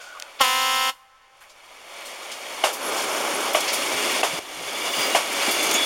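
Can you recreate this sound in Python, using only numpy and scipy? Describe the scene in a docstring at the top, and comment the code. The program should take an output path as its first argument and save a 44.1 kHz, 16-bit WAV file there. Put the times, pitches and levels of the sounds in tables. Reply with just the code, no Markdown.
"""A two-car diesel railbus rolls close past, its wheels radiating filtered noise that grows as each axle nears.
Four axles strike one rail joint and excite damped modes; flanges squeak, and fittings rattle and thud.
At the start two air horns beat together, made of pulse trains shaped by their bells under a hiss of air.
Decaying noise convolved with the horns gives their echo from ballast, quarry wall and hills.
A light slipstream and still air, both coloured noise, form the background."""
import sys
import numpy as np
from scipy import signal
from scipy.fft import rfft, irfft, next_fast_len
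from scipy.io import wavfile
from scipy.ndimage import uniform_filter1d, map_coordinates

SR = 44100
rng = np.random.default_rng(int(sys.argv[2]) if len(sys.argv) > 2 else 0)


def digitize_waveform(pressure):
    """Quantize a signal to 16-bit integers and store it at the path in sys.argv[1].

    Rows of a 2-D input are taken as channels; values are limited to [-1, 1].
    """
    field = np.atleast_2d(pressure).T
    bounded = np.clip(field, -1, 1)
    quanta = np.round(bounded * 32767).astype(np.int16)
    wavfile.write(sys.argv[1], SR, quanta)


N = 257984

# Axles crossing the joint: (time [s], bang peak before the low cut [dB], clatter level before the low cut [dB],
# rebound delay [s], rebound peak before the low cut [dB], rolling level [dB], flange level [dB])
AXLES = [(2.6382, -6, -15.5, 0.0171, -18, -5.5, -61), (3.5478, -6.5, -18, 0.024, -11, 0.52, -40),
         (4.231, -9, -17.5, .018, -14, 1.4, -33), (5.1489, -5.5, -16, .019, -19, 2, -32)]
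VALVE_SHUT_S = 0.8967  # the horns' air is cut


def amp(db):
    """Decibels to amplitude ratio: 20 dB is a factor of ten."""
    return 10 ** (np.asarray(db) / 20)


def unit(x):
    """Normalise the mean power to one."""
    return x / np.sqrt(np.mean(x ** 2) + 1e-20)


def clock():
    """Time axis [s], by uniform sampling."""
    return np.arange(N) / SR


def since(s):
    """Seconds elapsed since s; zero before it, as causality asks."""
    return np.maximum(clock() - s, 0)


def along(points, hz):
    """Interpolate (frequency [Hz], value) points on a logarithmic frequency axis."""
    f, v = np.transpose(points)
    return np.interp(np.log(hz + 1), np.log(f + 1), v)


def wobble(rate):
    """Slow random modulation: a smooth curve through rate random knots per second."""
    knots = rng.standard_normal(int(N * rate / SR) + 4)
    return map_coordinates(knots, [clock() * rate])


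def filtered(x, response):
    """Linear filtering: multiply the spectrum by a complex response of frequency."""
    m = next_fast_len(len(x) + 8192)
    hz = np.fft.rfftfreq(m, 1 / SR)
    return irfft(rfft(x, m) * response(hz), m)[:len(x)]


def noise(response, size=N):
    """Coloured noise of rms 1: white noise through a linear filter."""
    return unit(filtered(rng.standard_normal(size), response))


def rush(spectrum, size=N):
    """Broadband noise of rms 1 whose spectrum follows (frequency [Hz], relative level [dB])."""
    return noise(lambda hz: amp(along(spectrum, hz)), size=size)


def steel(spectrum, ripple_db=2.3, spacing_hz=90):
    """Modal density: a crowd of small resonances ripples the spectrum of noise of rms 1."""
    knots = rng.standard_normal(512)

    def response(hz):
        ripple = map_coordinates(knots, [hz / spacing_hz], mode="mirror")
        return amp(along(spectrum, hz) + ripple_db * ripple)
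    return noise(response)


def resonance(hz, centre, width):
    """Response of a damped oscillator, 1 at its centre frequency."""
    return 1j * hz * width / (centre ** 2 - hz ** 2 + 1j * hz * width)


def causal(spectrum, size=2048):
    """Minimum-phase impulse response: the folded cepstrum puts the energy as early as possible."""
    cepstrum = irfft(np.log(amp(along(spectrum, np.fft.rfftfreq(size, 1 / SR)))))
    cepstrum[1:size // 2] *= 2
    cepstrum[size // 2 + 1:] = 0
    return irfft(np.exp(rfft(cepstrum)))


def add(track, s, sound):
    """Superposition: mix a sound into the track at s seconds."""
    part = track[max(round(s * SR), 0):][:len(sound)]
    part += sound[:len(part)]


def passing(joint_s, loss_db):
    """Geometric spreading from one axle: gain 1 when abreast, loss_db less per doubling of distance."""
    speed_m_per_s, track_distance_m = 9.02, 4.21
    joint_ahead_m = 4.95  # how far up the line the joint lies
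    along_track_m = speed_m_per_s * (clock() - joint_s) - joint_ahead_m
    distance_m = np.hypot(along_track_m, track_distance_m)
    return amp(-loss_db * np.log2(distance_m / track_distance_m))


def engine_near():
    """Directional shielding: a 0-1 weight for the engine's sound from under the floor, 1 when abreast."""
    abreast_s, half_s = 3.173, 0.35
    return 1 / (1 + ((clock() - abreast_s) / half_s) ** 10)


def dips():
    """Gain modulation: the level drops abruptly, holds and swells back; the deepest dip rules."""
    # (time [s], depth [dB], hold [s])
    dip_rows = [(0.414, 26, 0.52), (2.685, 2.5, .08), (4.217, 6, 0.1), (4.393, 14.5, 0.042),
                (5.18, 2.5, 0.11)]
    recovery_db_per_s = 24
    depths = []
    for s, depth_db, hold in dip_rows:
        remaining_db = np.maximum(depth_db - recovery_db_per_s * since(s + hold), 0)
        depths.append((clock() > s) * remaining_db)
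    return amp(-np.max(depths, axis=0))


def loudness(wheel_db, loss_db, engine_db):
    """Incoherent summation: four axles and the engine add in power to give one gain."""
    wheel_power = sum((amp(wheel_db + rolling_db) * passing(s, loss_db)) ** 2
                      for s, *_, rolling_db, _ in AXLES)
    return dips() * np.sqrt(wheel_power + amp(engine_db) ** 2 * engine_near())


def rolling(firing_hz=65.5, throb=0.087, lumpy_db=1.0, uneven_db=.4):
    """Roughness excitation: rough steel shakes track and wheels; engine firing modulates the roar."""
    # Spectra of track rumble, roar, wheel ring and tread hiss: (frequency [Hz], relative level per Hz [dB])
    rumble_spectrum = [(25, -47), (70, -24.5), (130, -23.5), (200, -11), (300, -1), (420, 1.5), (520, -7),
                       (800, -62)]
    roar_spectrum = [(300, -39), (430, -10.5), (560, 2.5), (700, 0), (900, -1.5), (1150, -0.5),
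                     (1400, -3.5), (1700, -8.5), (2300, -47)]
    ring_spectrum = [(1200, -42), (1700, -4), (2200, 3.5), (2550, -1.5), (2950, 1.5), (3550, -1.5),
                     (4300, -4.5), (5000, -11.5), (6500, -48)]
    hiss_spectrum = [(3800, -29), (5000, 1), (7000, 1), (8600, -0.5), (10500, -3), (11800, -7.5),
                     (13000, -11), (15800, -13)]
    # Their levels: (beside a wheel [dB], loss per doubling of distance [dB], beside the engine [dB])
    rumble_level = (-37, 10.86, -37.5)
    roar_level = (-31, 7.37, -29.5)
    ring_level = (-28.5, 8.14, -37.5)
    hiss_level = (-31.5, 9.236, -36.5)
    shake = amp(.6 * wobble(45) + uneven_db * wobble(13))
    firing_cycles = np.cumsum(firing_hz * (1 + 0.013 * wobble(3.65))) / SR
    firing = 1 + throb * engine_near() * np.cos(2 * np.pi * firing_cycles)
    rumble = loudness(*rumble_level) * amp(lumpy_db * wobble(18)) * rush(rumble_spectrum)
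    roar = loudness(*roar_level) * shake * rush(roar_spectrum)
    ring = loudness(*ring_level) * shake * steel(ring_spectrum)
    grit = unit(steel(hiss_spectrum) * amp(1.2 * wobble(500)))  # grit under the treads
    hiss = loudness(*hiss_level) * shake * grit
    return firing * (rumble + roar + ring) + hiss


def joints(landing_s=0.002714, strike_tilt_db=2, landing_tilt_db=-6, clatter_t60=0.28, rise_s=0.0033,
           low_cut_hz=380):
    """Impact excitation: each wheel strikes the rail end, lands, rebounds and sets the gear clattering."""
    # Track modes: (frequency [Hz], level before tilt [dB], t60 [s])
    track_modes = [(530, -17.5, 0.0097), (662, -0.5, 0.022), (808, 7, 0.013), (1130, 2, 0.017),
                   (1460, 1, 0.016), (2060, 6.5, 0.0091), (2816, 3, 0.019)]
    # Clatter spectrum: (frequency [Hz], relative level per Hz [dB])
    clatter_spectrum = [(100, -11), (300, -14), (600, 5), (1100, -1), (1800, -6.5), (2900, -3), (4500, -10),
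                        (7000, -10.5), (11000, -14), (15800, -32.5)]
    out, t = np.zeros(N), np.arange(SR // 3) / SR
    for s, peak_db, clatter_db, rebound_s, rebound_db, *_ in AXLES:
        blows = [(0, peak_db, strike_tilt_db),
                 (landing_s, peak_db, landing_tilt_db),
                 (rebound_s, rebound_db, landing_tilt_db)]
        for delay, blow_db, tilt_db in blows:  # tilt in dB per octave
            blow = np.zeros(len(t))
            chance = rng.standard_normal((len(track_modes), 2)) * [1.5, .03]  # level in dB, detuning ratio
            for (hz, db, t60), (more_db, detune) in zip(track_modes, chance):
                decay = amp(db + more_db + tilt_db * np.log2(hz) - 60 * t / t60)
                blow += decay * np.sin(2 * np.pi * hz * (1 + detune) * t)
            blow *= 1 - np.exp(-t / .0003)
            add(out, s + delay, amp(blow_db) * blow / np.abs(blow).max())
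        envelope = amp(clatter_db - 60 * t / clatter_t60) * (1 - np.exp(-t / rise_s))
        add(out, s, envelope * rush(clatter_spectrum, size=len(t)))
    low_cut = signal.butter(3, low_cut_hz, "high", fs=SR, output="sos")
    return signal.sosfilt(low_cut, out)


def flanges(loss_db=12, swell_db=2, flutter_db=1.0):
    """Friction-excited modes: rubbing flanges make wheel modes swell and fade, and brief squeaks break out."""
    # Wheel modes: (frequency [Hz], width [Hz], relative level [dB])
    wheel_modes = [(2110, 82, -17), (2830, 47, 4), (3463, 42, 5), (3850, 70, -9), (4050, 36, -3),
                   (4790, 63, 0), (6510, 260, -3.5), (9170, 71, -9)]
    # Squeaks: (start [s], end [s], frequency [Hz], width [Hz], level [dB])
    squeaks = [(-.3, 0.36, 1456, 140, -45.5), (0.14, 0.195, 1160, 160, -42.5),
               (2.813, 2.918, 11000, 900, -37.5), (3.34, 3.37, 11000, 300, -34),
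               (3.415, 3.48, 9700, 400, -37.5), (4.237, 4.407, 3490, 90, -42),
               (4.85, 5.16, 15300, 900, -42), (4.786, 5.004, 2880, 50, -35), (4.722, 5.1, 3480, 60, -37.5),
               (4.917, 5.12, 4840, 90, -33.5), (5.483, 5.63, 2780, 69, -34), (5.717, 5.92, 3410, 35, -25),
               (5.718, 5.78, 6740, 600, -24.5), (5.74, 5.9, 3700, 50, -36)]

    def tone(centre, width):
        return noise(lambda hz: resonance(hz, centre, width) ** 2)

    rubbing_power = sum((amp(flange_db) * passing(s, loss_db)) ** 2 for s, *_, flange_db in AXLES)
    modes = sum(amp(db + swell_db * wobble(7)) * tone(centre, width) for centre, width, db in wheel_modes)
    out = dips() * np.sqrt(rubbing_power) * unit(modes)
    for start, end, centre, width, db in squeaks:
        swell = np.sin(np.pi * np.clip((clock() - start) / (end - start), 0, 1))
        out += amp(db + flutter_db * wobble(40)) * swell * tone(centre, width)
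    return out


def contacts(rows, octaves, rise):
    """Damped impacts: each contact is a broad noise band that dies away; rise is a share of its t60."""
    out, t = np.zeros(N), np.arange(SR // 3) / SR
    for s, db, centre, t60 in rows:
        def response(hz):
            return 1 / (1 + (np.log2((hz + 1) / centre) / octaves) ** 6) ** .5
        envelope = amp(db - 60 * t / t60) * (1 - np.exp(-t / (rise * t60)))
        add(out, s, envelope * noise(response, size=len(t)))
    return out


def rattles():
    """Damped impacts of loose fittings, heard as ticks and rattles."""
    # (time [s], level [dB], centre frequency [Hz], t60 [s])
    rattle_rows = [(0, -40, 4100, 0.47), (.199, -17.5, 4140, 0.0079), (0.223, -15.5, 3320, 0.0064),
                   (1.403, -49, 7000, 0.24), (1.406, -43, 1500, 0.27), (1.492, -44.5, 3880, 0.19),
                   (2.05, -33.5, 5450, 0.26), (2.313, -27.5, 4480, 0.14), (2.727, -26, 7260, 0.17),
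                   (2.96, -25, 5000, 0.25), (3.02, -26, 6000, .06), (3.531, -22.5, 7500, 0.076),
                   (3.604, -19.5, 5500, 0.056), (3.675, -19.5, 3360, 0.24), (3.727, -18.5, 6840, 0.17),
                   (4.115, -25, 7500, .05), (5.326, -24, 6000, 0.042), (5.41, -24, 2580, 0.29),
                   (5.508, -20, 7000, 0.15), (5.625, -20.5, 6460, 0.14), (5.711, -13.5, 5500, 0.03),
                   (5.739, -17, 8000, 0.028)]
    return contacts(rattle_rows, octaves=0.85, rise=0.035)


def thuds():
    """Damped impacts of lower pitch: soft thuds of the swaying cars."""
    # (time [s], level [dB], centre frequency [Hz], t60 [s])
    thud_rows = [(3.935, -41, 149, .22), (4.33, -37, 180, 0.13), (4.387, -24, 520, 0.037),
                 (4.568, -42, 181, 0.22), (4.975, -37, 171, .14), (5.48, -22.5, 343, 0.12),
                 (5.735, -33, 260, 0.15)]
    return contacts(thud_rows, octaves=0.47, rise=0.025)


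def horn_controls(start, hz, held_db, rise, overshoot_db, settle, sharp_hz, flat_hz):
    """Exponential relaxation: a horn bursts in loud, its pitch offsets fade, and it lifts as air is cut."""
    sharp_s, flat_s = .0088, .133  # how fast the sharp start and the flatness after it fade
    release_db_per_s, release_rise_hz_per_s = 850, 400
    sag_db_per_s = 2  # the pressure sags
    brighten_s, brightness = 0.01, 0.95  # the puffs sharpen as the rise ends, to this held share (0-1)
    age, closing = since(start + rise), since(VALVE_SHUT_S)
    pitch = hz + sharp_hz * np.exp(-age / sharp_s) - flat_hz * np.exp(-age / flat_s)
    pitch = pitch + release_rise_hz_per_s * closing
    attack_db = overshoot_db * np.exp(-age / settle) - 40 * np.maximum(1 - since(start) / rise, 0)
    db = held_db + attack_db - sag_db_per_s * age - release_db_per_s * closing
    opening = np.clip((clock() - start - rise) / brighten_s + .5, 0, 1)
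    bright = brightness * opening * np.exp(-closing / .04)
    blowing = (clock() > start) & (closing < .05)
    return blowing * pitch, db, bright


def reed(row, bell, waver, jitter_s, scatter_db, dull_hz=1100):
    """Source-filter principle: a diaphragm lets one puff per cycle into the bell, sharper as pressure builds."""
    pitch, db, bright = horn_controls(*row)
    cycles = np.cumsum(pitch * (1 + waver * wobble(90.0))) / SR
    at = np.interp(np.arange(1, int(cycles[-1])), cycles, np.arange(N))
    chance = rng.standard_normal((len(at), 2))
    at = at + jitter_s * SR * chance[:, 0]
    # windowed-sinc pulses place each puff between samples
    taps = at.astype(int)[:, None] + np.arange(-7, 9)
    offset = taps - at[:, None]
    puffs = np.sinc(offset) * np.cos(np.pi * offset / 16) ** 2
    puffs = puffs * amp(scatter_db * chance[:, 1:])
    pulse_train = np.bincount(taps.ravel(), puffs.ravel(), N)
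    sharp = signal.fftconvolve(pulse_train, causal(bell))[:N]
    sharp /= sharp[pitch > 0].std()
    dull = signal.sosfilt(signal.butter(2, dull_hz, fs=SR, output="sos"), sharp)
    bright = np.clip(bright, 0, 1)
    return amp(db) * (bright * sharp + 1.6 * (1 - bright) * dull)


def horn(valve_s=.401, valve_db=-30.5, valve_width_s=0.0081, vent_db=-52, vent_t60=.6):
    """Beating: a valve hisses open, two horns about a semitone apart sound, and escaping air trails off."""
    # Each horn: (start [s], pitch [Hz], held level [dB], rise [s], overshoot [dB], settling [s],
    # start sharp [Hz], start flat [Hz])
    high_horn = (.398, 263.1, -21.9, .0132, 18, .012, 13, 5.9)
    low_horn = (.4135, 246.9, -28.3, .022, 7.5, .04, 0, 0)
    # Flared bells: (frequency [Hz], relative level [dB])
    high_bell = [(100, -26), (260, -22.5), (520, -10.5), (780, -3.5), (1040, 1.5), (1300, 0.5),
                 (1580, -8.5), (2090, -3), (2400, -10), (2900, -0.5), (3600, -6), (4900, -13.5),
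                 (5500, -9.5), (6100, -22), (6700, -8), (8200, -32), (11000, -27), (15800, -29)]
    low_bell = [(100, -38), (490, -15), (740, -5), (990, 1), (1240, -7.5), (1730, -3.5), (2220, -5.5),
                (2720, -2), (3450, -5), (4300, -8), (6600, -17), (8200, -14.5), (11000, -16), (15800, -23)]
    # (frequency [Hz], relative level [dB])
    air_spectrum = [(25, -11), (120, -12.5), (400, -10.5), (1000, -8), (3000, 2.5), (5000, -1.0),
                    (12000, -3.0), (15800, -12)]
    valve_spectrum = [(200, -18), (1000, -10), (3500, 7), (6500, -10), (12000, -28)]
    tone = reed(high_horn, high_bell, waver=0.0016, jitter_s=.00001, scatter_db=-0.1)
    tone = tone + reed(low_horn, low_bell, waver=0.0013, jitter_s=.000007, scatter_db=0.0)
    tone = filtered(tone, lambda hz: 1 - 2 * resonance(hz, 3060, 1950))  # the bell spreads each puff in time
    pressure = np.sqrt(np.abs(uniform_filter1d(tone ** 2, size=90)))
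    vent = (clock() > VALVE_SHUT_S) * amp(vent_db - 60 * since(VALVE_SHUT_S) / vent_t60)
    air = (amp(-11.0) * pressure + vent) * rush(air_spectrum)
    valve = amp(valve_db) * np.exp(-((clock() - valve_s) / valve_width_s) ** 2)
    return tone + air + valve * rush(valve_spectrum)


def hills(x, quarry_s=.47, quarry_db=-33):
    """Reverberation by convolution: ballast scatters at once, a quarry wall answers late over the hills' wash."""
    # Echo decay: (frequency [Hz], t60 [s])
    echo_decay = [(200, 0.85), (1000, 6.6), (3000, 1.8), (8000, .5), (15000, 0.27)]
    # Colour of the far echo: (frequency [Hz], gain [dB])
    far_colour = [(200, -3), (1000, -3), (1700, -3.0), (3000, -9), (10000, -21)]
    hz, t, z = signal.stft(rng.standard_normal(2 * SR), SR, nperseg=256)
    decay = amp(-60 * t / along(echo_decay, hz)[:, None])
    far = signal.istft(z * decay, SR, nperseg=256)[1]
    far *= amp(-33) / np.linalg.norm(far)
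    add(far, quarry_s, [amp(quarry_db)])
    far = filtered(far, lambda f: amp(along(far_colour, f)))
    near = rng.standard_normal(len(far)) * amp(-60 * np.arange(len(far)) / SR / 0.15)
    near = amp(-14) * near / np.linalg.norm(near)
    return signal.fftconvolve(x, far + near)[:N]


def slipstream(peak_s=4.6, width_s=.8, db=-62, gusty_db=4.0):
    """Turbulent pressure: air dragged along by the cars buffets the microphone lightly."""
    swell = np.exp(-((clock() - peak_s) / width_s) ** 2)
    buffeting = rush([(25, -3), (70, -3), (150, 4), (300, -20), (800, -70)])
    return amp(db + gusty_db * wobble(10)) * swell * buffeting


def still_air():
    """Stationary background noise of constant level and fixed spectrum."""
    # (frequency [Hz], relative level per Hz [dB])
    air_floor = [(25, 0), (60, -9.5), (150, -12.5), (400, -30), (1000, -11), (3000, -13), (7000, -21),
                 (15800, -59)]
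    return amp(-63.5) * rush(air_floor)


def scene():
    """Superposition of the passing train, the horn with its echo, and the air, all in mono."""
    train = rolling() + joints() + flanges() + rattles() + thuds()
    blast = horn()
    mono = train + blast + hills(blast) + slipstream() + still_air()
    return np.array([mono, mono])


def record(dry, notch_depth=1.0):
    """Soft saturation rounds off the highest peaks; two narrow stop bands and a band limit follow."""
    # Stop bands: (frequency [Hz], width [Hz])
    stop_bands = [(3960, 224), (7920, 280)]
    top_hz = 15850
    rounded = dry / (1 + np.abs(dry / .72) ** 6) ** (1 / 6)

    def response(hz):
        notches = [1 - min(notch_depth, 1) * resonance(hz, centre, width) for centre, width in stop_bands]
        return np.prod(notches, axis=0) * (hz < top_hz)
    return np.array([filtered(side, response) for side in rounded])


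dry = scene()
out = record(dry)
digitize_waveform(out)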